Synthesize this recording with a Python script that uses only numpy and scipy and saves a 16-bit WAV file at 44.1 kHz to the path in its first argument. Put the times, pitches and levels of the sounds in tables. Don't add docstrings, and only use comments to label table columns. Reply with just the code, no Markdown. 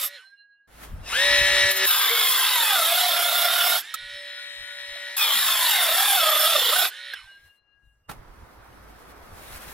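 import sys
import numpy as np
from scipy import signal
from scipy.fft import irfft
from scipy.io import wavfile
from scipy.ndimage import uniform_filter1d, map_coordinates

SR = 44100
rng = np.random.default_rng(int(sys.argv[2]) if len(sys.argv) > 2 else 0)


def file_out(sig):
    cols = np.atleast_2d(sig).T
    lim = np.clip(cols, -1, 1)
    pcm = np.round(lim * 32767).astype(np.int16)
    wavfile.write(sys.argv[1], SR, pcm)


N = 429093

# frequency in Hz, left-right likeness 0-1.
LIKENESS = [(60, 0.93), (500, 0.93), (2000, 0.96), (5000, 0.81), (12000, 0.8)]
# time in seconds, left minus right in dB, samples by which the left leads.
PLACE = [(.04, -1.5, -0.5), (0.299, -6, 1.5), (.7, -1, 2), (1.2, 2.5, 2.5), (2.2, 0, 2), (3.2, -1.9, -0.5),
         (4.0, -3.5, -0.5), (4.5, 4, 4.5), (5.7, -0.5, 0.5), (7.2, -4, 1), (7.75, 10, 5.5), (8.08, -2.5, 4),
         (9.73, 0.5, 3.5)]
EDGE_HZ = 16150

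# frequency in Hz, relative level in dB per Hz.
WIND_COLOUR = [(15, -22.5), (43, 3), (60, 6), (200, -16), (400, -38)]
WASH_COLOUR = [(60, -24), (100, -2), (1240, -2), (2000, -9.5), (2800, -19), (6000, -23), (9000, -57)]
RUSTLE_COLOUR = [(880, -17.5), (1500, -1.5), (2140, -3), (6190, -11.5), (11600, -7.5), (16000, -13.5)]
CALM_DB = -93.5
# start in seconds, end in seconds, relative dB at the start, relative dB at the end.
BREEZE = [(8.086, 9.812, -45.5, -43.5)]
# peak time in seconds, relative peak in dB, rise in dB/s, fall in dB/s.
GUSTS = [(.92, -31, 100, 66), (1.18, -40, 69, 50), (1.55, -36, 45, 77), (4.05, -48, 204, 102),
         (4.63, -58.5, 100, 105), (4.93, -53.5, 97, 139), (7.25, -60.5, 104.5, 40.5),
         (7.87, -52.5, 200.5, 62)]
# start in seconds, end in seconds, dB at the start, dB at the end.
FAR_WASH = [(.68, 1.06, -65.5, -48.5), (7.3, 7.56, -76, -85), (8.09, 9.8, -54, -47)]
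FAR_FLOOR_DB, FADE_S = -89, 0.0089
# peak time in seconds, peak in dB, rise in dB/s, fall in dB/s,
# dull part in dB above it.
RUSTLES = [(0.741, -60.5, 116, 44, -4), (0.839, -44, 218, 264, -5), (7.48, -63, 153.5, 500, -9),
           (8.096, -39, 3002, 426, 2.5), (9.099, -59.5, 9, 98, -11.5), (9.52, -43.5, 57, 6, -16)]
# from in seconds, until in seconds.
RUSTLE_GAP = (7.6, 8.085)
HUSHED_S = .68

# time in seconds, relative level in dB, pitch in Hz,
# treble tick in dB above it, T60 in seconds.
KNOCKS = [(3.939, -15.5, 1302, 1, 0.033), (4.955, -38, 663, -17, 0.042), (7.134, -14.5, 1617, -20, 0.029),
          (8.091, -28.5, 1353, -18, 0.04), (8.11, -27.5, 800, -5, 0.035), (8.725, -47, 2950, -16, 0.027)]
# peak time in seconds, peak in dB, pitch in Hz.
HUMS = [(2.12, -35.5, 468), (2.41, -29, 1580), (5.38, -55, 232.4), (5.3, -38.5, 3290), (5.63, -27, 1831),
        (5.69, -33, 2730), (5.751, -26.5, 2106), ]
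HUM_RISE_DB_PER_S, HUM_FALL_DB_PER_S, HUM_WIDTH = 240, 100.5, 0.095

# on in seconds, off in seconds, run-down time in seconds.
TRIGGER = [(-1, .15, .125), (1.01, 7.09, .21)]
# time in seconds, teeth passing in Hz.
LOADED = [
    [(0, 1216), (.07, 1268)],
    [(1.86, 1274), (1.97, 1239), (2.05, 1158), (2.25, 1059), (2.54, 1008), (2.7, 848), (2.81, 659),
     (2.87, 659), (3.0, 738.3), (3.15, 698), (3.78, 710)],
    [(5.17, 1284), (5.38, 1104), (5.62, 1030), (5.74, 874), (5.79, 750), (5.91, 636), (6.04, 836.4),
     (6.16, 779), (6.22, 647), (6.34, 621.7), (6.52, 666), (6.63, 510.4), (6.7, 498), (6.76, 748.4),
     (6.87, 744)],
]
TEETH = 20
FREE_HZ, STILL_HZ = 1282.5, 30.183
DROOP_HZ_PER_S, BRAKE_KNEE = 1.2, 1.5
SPIN_UP_S, SPIN_UP_KNEE = .108, 2
RECOVER_S, RECOVER_KNEE = .04, .9

# time in seconds, relative level at full speed in dB,
# blend from the first tone to the second 0-1.
MOTOR = [(.07, -43, 0.4), (.16, -44, 0.62), (.36, -54, 0.9), (1.0, -18, 0.44), (1.705, -17, 0.27),
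         (1.73, -27, 0.13), (1.845, -19.5, 0.07), (3.82, -36, 0.1), (3.95, -40.5, 0.82), (4.2, -39, 0.74),
         (4.75, -37.5, 0.6), (5.16, -34, 0.45), (6.9, -38.5, 0.34), (7.13, -41.5, 1), (7.5, -45, 0.99)]
MULTIPLES = [6, 9, 15, 27, 30, 33, 35, 36.53, 44, 56.05, 59, 64]
# relative dB in the first tone, relative dB in the second.
WHINE = [(-14, -65), (-30.5, -17), (-24.5, -32.5), (-9, -20), (-9, -6.5), (-15.5, -10.5), (-14.5, -21.5),
         (-26, -9.5), (-23.5, -22.5), (-17.5, -26.5), (-21.5, -8.5), (-13, -19.5)]
# time in seconds, dB above its whine.
HUM_LEVEL = [(1.9, 11), (3.98, -9.5), (4.17, 10), (4.45, 1.5), (4.95, 9), (5.15, 5), (7.0, -0.5)]
# multiple of the blade turn, width in Hz, relative level in dB.
CHATTER = [(28.44, 300, -11.5), (59.4, 120, -12), (61.9, 290, -21.5)]
# frequency in Hz, relative level in dB per Hz.
CASING_FIRST = [(200, -30.5), (570, -21), (1350, -13.5), (1940, -18), (2610, -6), (4000, -14), (6500, -13),
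                (10500, -17), (16000, -36.5)]
CASING_SECOND = [(200, -71), (570, -38), (1180, -30.5), (1870, -6), (2610, -12.5), (4000, -7.5),
                 (5000, -28.5), (10700, -20), (16000, -52)]
# frequency in Hz, width in Hz, relative level in dB.
GUARD = [(5270, 110, -6)]
SLOWING, IDLE, DROWN_S = 1.3, 0.12, 0.012

# pitch at rest in Hz, Hz added per blade turn a second,
# Hz to the twin it beats with (the lowest mode takes its beat from RINGING).
RING = [(1648, -2.9, 0), (2802, 4.15, 5.45), (4118, .4, 8)]
# start in seconds, dies from in seconds, end in seconds,
# beat of the lowest mode in Hz, damping factor of the upper two, relative dB of the three modes.
RINGING = [(.08, 0.41, .67, .8, 2.2, -57, -69.5, -60), (3.82, 5.05, 5.16, 3.0, 1, -54, -66, -73),
           (6.89, 7.13, 7.13, .6, 1, -55, -65, -58), (7.17, 7.345, 8.08, 1.9, 1, -54.5, -61, -65)]
# T60 in seconds, before the damping factor.
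RING_T60_S = [1.8, 2.8, 1.1]
RING_SPUN_DB = [2, 11, 8.5]
# the wave running the other way round the turning disc, in relative dB.
MIRROR_DB = [-17, -14, -30]
BEAT = .8

# start in seconds, end in seconds, shriek in dB at the start, shriek in dB at the end,
# lift in dB that scales the tooth note and the push on the board.
CUTS = [(-.1, 0.039, -49, -25.5, -18), (1.866, 3.767, -23, -24.5, -1.5), (5.169, 6.851, -23.5, -23.5, -1.5)]
# time in seconds, peak in dB, rise in dB/s, fall in dB/s.
GRAZES = [(1.715, -21, 900, 600), (1.772, -23, 600, 480), (1.854, -25, 800, 300)]
# frequency in Hz, relative level in dB per Hz.
BOARD = [(60, -80.5), (150, -69), (400, -20), (700, -7), (1300, -1), (2450, -3.5), (3460, 2.5),
         (4670, -5.5), (6500, -27.5), (8500, -44.5)]
GRIT = [(3500, -40), (4800, -14), (6600, -17), (10300, -13), (11500, -7), (13000, -17), (15650, -15),
        (15850, -60)]
# pitch at rest in Hz,
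# shift either way in Hz per blade turn a second.
SHRIEK = [(5310, 0), (7280, 3), (9610, 4.15), (11955, 5), (14060, 6.2), (15990, 8.8)]
# lower half in relative dB, upper half in relative dB.
SHRIEK_DB = [(1, 1), (-6.5, -3.5), (-3, 1), (3.5, 5.5), (1, -1), (-8.5, -11)]
# frequency in Hz, relative level in dB.
NOTE = [(490, -5), (650, -12), (780, -8), (860, -12.5), (1020, -10.5), (1110, -14.5), (1280, -9.5),
        (1450, -12), (1700, -10.5), (2050, -11), (2300, -16), (2550, -11), (3800, -22)]
# time in seconds, dB above the note before the board's answer.
OCTAVE = [(1.95, -9), (2.12, 9.5), (2.35, -1.5), (2.8, 1), (2.97, -2.5), (3.6, 3), (5.2, 15), (5.33, -8),
          (5.9, -2.5), (6.24, 2)]
THIRD_DB = -6.5
# lower end in Hz, upper end in Hz.
STALL_HZ = (540, 615)
# time in seconds, pitch in Hz.
SQUEAL = [
    [(1.9, 3790), (1.946, 3320), (2.108, 3560), (2.454, 3170), (2.49, 3650), (2.716, 3550), (3.036, 3680),
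     (3.78, 3508)],
    [(5.2, 3361), (5.486, 3610), (5.624, 3220), (5.666, 3704), (5.99, 3410), (6.012, 3245), (6.184, 3620),
     (6.258, 3430), (6.86, 3428)],
]
SQUEAL_SHARE = .7
BITE_S, LEAVE_S, SINK_S = .005, 0.057, 0.057
AFTER_DB, AFTER_DB_PER_S = -35.5, 138


def amp(db):
    return 10 ** (np.asarray(db) / 20)


def evened(x):
    return x / np.sqrt(np.mean(x ** 2) + 1e-20)


def read(points, hz):
    f, value = np.transpose(points)
    return np.interp(np.log(hz + 1), np.log(f + 1), value)


def curves(rows):
    s, *columns = np.transpose(rows)
    return np.array([np.interp(np.arange(N) / SR, s, c) for c in columns])


def held(rows, rise_s, fall_s):
    t = np.arange(N) / SR
    total = 0
    for start, end, start_db, end_db in rows:
        fade = np.interp(t, [start - rise_s, start, end, end + fall_s], [0, 1, 1, 0])
        total = total + fade * amp(np.interp(t, [start, end], [start_db, end_db]))
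    return total


def swells(rows):
    t = np.arange(N) / SR
    return sum(amp(db - np.maximum(rise * (s - t), fall * (t - s))) for s, db, rise, fall in rows)


def wander(hz):
    knots = rng.standard_normal(1200)[:int(N / SR * 2 * hz) + 2]
    return evened(map_coordinates(knots, [np.linspace(0, len(knots) - 1, N)], order=3))


def resonate(x, hz, width):
    turn = np.exp(2j * np.pi * np.cumsum(hz * np.ones(N)) / SR)
    r = np.exp(-np.pi * width / SR)
    smooth = signal.lfilter([1], np.convolve([1, -r], [1, -r]), x / turn)
    return evened((turn * smooth).real)


def noise(spectrum, patchy_db, streaky_db=0., modes=(), likeness=1):
    frames, hz = N // 256 + 5, np.fft.rfftfreq(1024, 1 / SR)
    a, b, c, d, patches, streaks = rng.standard_normal((6, frames, 513)).transpose(0, 2, 1)
    patches = evened(uniform_filter1d(uniform_filter1d(patches, size=9, axis=0), size=12, axis=1))
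    streaks = evened(uniform_filter1d(uniform_filter1d(streaks, size=2, axis=0), size=16, axis=1))
    power = amp(read(spectrum, hz))[:, None] ** 2
    for f, width, db in modes:
        f = np.interp(np.arange(frames) * 256, np.arange(N), f * np.ones(N))
        power = power + amp(db) ** 2 / (1 + (2 * (hz[:, None] - f) / width) ** 2)
    same = np.clip(likeness * read(LIKENESS, hz), 0, 1)[:, None]
    lag = np.interp(np.arange(frames) * 256 / SR, *np.transpose(PLACE)[::2])
    phase = hz[:, None] * (2 * np.pi * lag / SR + 0.000078 * patches[:, :1])
    right = a + 1j * b
    left = (same * right + np.sqrt(1 - same ** 2) * (c + 1j * d)) * np.exp(1j * phase)
    texture = amp(patchy_db * patches + streaky_db * streaks)
    z = np.array([left, right]) * np.sqrt(power) * texture
    return evened(signal.istft(z, nperseg=1024, noverlap=768)[1][:, :N])


def garden():
    astir = held([(HUSHED_S, N / SR, 0, 0)], FADE_S, FADE_S)
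    hum = amp(-6.0) * resonate(rng.standard_normal(N), 54, 3.9)
    blowing = amp(CALM_DB) + astir * swells(GUSTS) + held(BREEZE, FADE_S, FADE_S)
    wind = blowing * amp(-7.0 + 0.83 * wander(3.7)) * (noise(WIND_COLOUR, 5) + hum)

    ungated = 1 - held([(*RUSTLE_GAP, 0, 0)], 0.049, 0.0044)
    handling = astir * ungated * swells([row[:4] for row in RUSTLES])
    rustle = handling * amp(1.4 * wander(22)) * noise(RUSTLE_COLOUR, 1.4, likeness=0.52)
    dull = astir * swells([(s, db + more_db, rise, fall) for s, db, rise, fall, more_db in RUSTLES])
    wash_level = amp(FAR_FLOOR_DB) + held(FAR_WASH, FADE_S, 0.34) + dull
    return wind + wash_level * noise(WASH_COLOUR, 1.1, likeness=0.27) + rustle


def knocks():
    out, t = np.zeros((2, N)), np.arange(6000) / SR
    for s, db, hz, tick_db, t60 in KNOCKS:
        rattle, *tick = np.gradient(rng.standard_normal((3, 6000)), axis=1)
        rattle = evened(uniform_filter1d(uniform_filter1d(rattle, size=6), size=5))
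        body = np.sin(2 * np.pi * hz * t) + 0.32 * rattle
        envelope = amp(-60 * t / t60) * (1 - np.exp(-t / 0.0035)) ** 2
        sound = (body + amp(tick_db) * np.array(tick)) * envelope
        out[:, round(s * SR):][:, :6000] += amp(db + 5.0) * sound
    return out


def hums():
    shaking = rng.standard_normal(N)
    out = 0
    for s, db, hz in HUMS:
        level = swells([(s, db, HUM_RISE_DB_PER_S, HUM_FALL_DB_PER_S)])
        out = out + level * resonate(shaking, hz, 15 + HUM_WIDTH * hz ** 0.83)
    return out


def speed_hz():
    t = np.arange(N) / SR

    def gap(since, time_s, knee):
        return np.exp(-(np.maximum(since, 0) / time_s) ** knee)

    free, sag = 0, 0
    for on, off, down_s in TRIGGER:
        spun_up = 1 - gap(t - on, SPIN_UP_S, SPIN_UP_KNEE)
        free = free + (FREE_HZ - DROOP_HZ_PER_S * t) * spun_up * gap(t - off, down_s, BRAKE_KNEE)
    for rows in LOADED:
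        drag = (t >= rows[0][0]) * (FREE_HZ - curves(rows)[0])
        sag = sag + drag * gap(t - rows[-1][0], RECOVER_S, RECOVER_KNEE)
    return np.maximum(free - sag, STILL_HZ)


def motor(teeth_hz):
    level_db, blend = curves(MOTOR)
    blend = np.clip(blend, 0, 1)
    left_lead = curves(PLACE)[1] * np.array([[1], [0]]) * teeth_hz
    turns = (np.cumsum(teeth_hz) + left_lead) / TEETH / SR
    speed, hum_db = teeth_hz / teeth_hz.max(), curves(HUM_LEVEL)[0]

    tones = 0
    for k, (first_db, second_db) in zip(MULTIPLES, WHINE):
        tone_db = first_db + blend * (second_db - first_db) + (k == 9) * hum_db + 1.1 * wander(7.0)
        slowing = speed ** (3.2 + 4.0 * abs(np.log(k / 30)))
        tone = np.sin(2 * np.pi * (k * turns + rng.random()))
        tones = tones + amp(tone_db) * np.sqrt(2) * slowing * tone

    k = np.arange(2049)
    for colour, share, db in [(CASING_FIRST, 1 - blend, -8), (CASING_SECOND, blend, -1.5)]:
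        flaws = amp(read(colour, k * teeth_hz.max() / TEETH) + 3.5 * rng.standard_normal(2049))
        lines = flaws * (k > 6) * (k < 92) * np.exp(2j * np.pi * rng.random(2049))
        pattern = evened(irfft(lines))
        comb = map_coordinates(pattern, [turns % 1 * 4096], order=1, mode="grid-wrap")
        tones = tones + share * amp(db + 2.0 * wander(11)) * speed ** 1.4 * comb

    hiss = rng.standard_normal((2, N))
    hiss[1] = 0.91 * hiss[0] + 0.32 * hiss[1]
    chatter = sum(amp(db - 2.1 * blend) * resonate(hiss, k * teeth_hz / TEETH, width)
                  for k, width, db in CHATTER)
    first = (1 - blend) * amp(-6.5) * noise(CASING_FIRST, 1.2, 4.5)
    casing = first + blend * amp(-5.0) * noise(CASING_SECOND, 3.0, 1.1, GUARD)
    brushes = 1 + 0.11 * np.cos(2 * np.pi * 3 * turns)

    turning = uniform_filter1d(1. * (teeth_hz > STILL_HZ + 60), size=4000)
    unloaded = 1 - held([(a, b, 0, 0) for a, b, *_ in CUTS], DROWN_S, DROWN_S)
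    level = turning * unloaded * amp(level_db) * ((speed + IDLE) / (1 + IDLE)) ** SLOWING
    return level * (tones + chatter * speed ** 1.6 + brushes * casing)


def blade(teeth_hz):
    t, out = np.arange(N) / SR, 0
    turn_hz, speed = teeth_hz / TEETH, teeth_hz / FREE_HZ
    for k, ((hz, spin, twin), t60) in enumerate(zip(RING, RING_T60_S)):
        level = 0
        for start, dies, end, beat_hz, damping, *dbs in RINGING:
            stretch = held([(start, end, dbs[k], dbs[k])], 0.033, 0.0095)
            decay = amp(-60 * (damping if k else 1) * np.maximum(t - dies, 0) / t60)
            beating = 1 + BEAT * np.cos(2 * np.pi * (twin if k else beat_hz) * (t - dies))
            level = level + stretch * decay * beating
        wave = np.sin(2 * np.pi * np.cumsum(hz + spin * turn_hz) / SR)
        mirror = np.sin(2 * np.pi * np.cumsum(hz - spin * turn_hz) / SR)
        mirror = amp(MIRROR_DB[k] + 2.1 * wander(11)) * np.sqrt(speed) * mirror
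        out = out + level * amp(RING_SPUN_DB[k] * speed + 2.8 * wander(22)) * (wave + mirror)
    return out


def cut(teeth_hz):
    level = held([row[:4] for row in CUTS], BITE_S, LEAVE_S) + swells(GRAZES)
    sunk = held([(a + SINK_S, b, db, db) for a, b, *_, db in CUTS], SINK_S, LEAVE_S)
    wobble = np.cos(2 * np.pi * np.cumsum(teeth_hz / TEETH * (1 + 0.0782 * wander(5.7))) / SR)
    bites = rng.standard_normal(N)

    teeth = np.cumsum(teeth_hz * (1 + 0.01101 * wander(30) + 0.004016 * wander(7))) / SR
    rough = .35 + 2.1 * (1 - teeth_hz / FREE_HZ)
    note = 0
    for k, db in enumerate([0, curves(OCTAVE)[0], THIRD_DB], start=1):
        partial = np.cos(2 * np.pi * k * teeth) + rough * resonate(bites, k * teeth_hz, 92)
        note = note + amp(db + read(NOTE, k * teeth_hz) + 1.2 * wander(12)) * partial
    note = np.interp(teeth_hz, STALL_HZ, [.25, 1]) * note
    note = signal.sosfilt(signal.butter(3, 350, "high", fs=SR, output="sos"), note)

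    squeal_hz = curves(np.concatenate(SQUEAL))[0] * (1 + 0.033 * wander(9))
    squeal = resonate(bites, squeal_hz, 310)
    pushed = 0.32 + 0.52 * sunk
    roar = noise(BOARD, 0.59, 4.15) + SQUEAL_SHARE * squeal
    board = amp(0.85 + 0.53 * wander(17)) * pushed * (1 + 0.11 * wobble) * roar

    modes = [(hz + way * spin * teeth_hz / TEETH, 0.0025 * hz, db)
             for (hz, spin), dbs in zip(SHRIEK, SHRIEK_DB) for way, db in zip((-1, 1), dbs)]
    shriek = amp(1.0 * wander(10)) * (1 + 0.089 * wobble) * noise(GRIT, 0.93, 2.94, modes)
    after = swells([(b + LEAVE_S, db + AFTER_DB, 1000, AFTER_DB_PER_S) for _, b, _, db, _ in CUTS])
    return after * shriek + level * (shriek + board + sunk * (1 + 0.29 * wobble) * note)


def scene():
    teeth_hz = speed_hz()
    side = amp(curves(PLACE)[0] * np.array([[.5], [-.5]]))
    return side * (garden() + knocks() + hums() + motor(teeth_hz) + blade(teeth_hz) + cut(teeth_hz))


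def record(dry):
    low_pass = signal.firwin(1023, EDGE_HZ, window=("kaiser", 9), fs=SR)
    return signal.oaconvolve(dry, low_pass[None], "same")


dry = scene()
out = record(dry)
file_out(out)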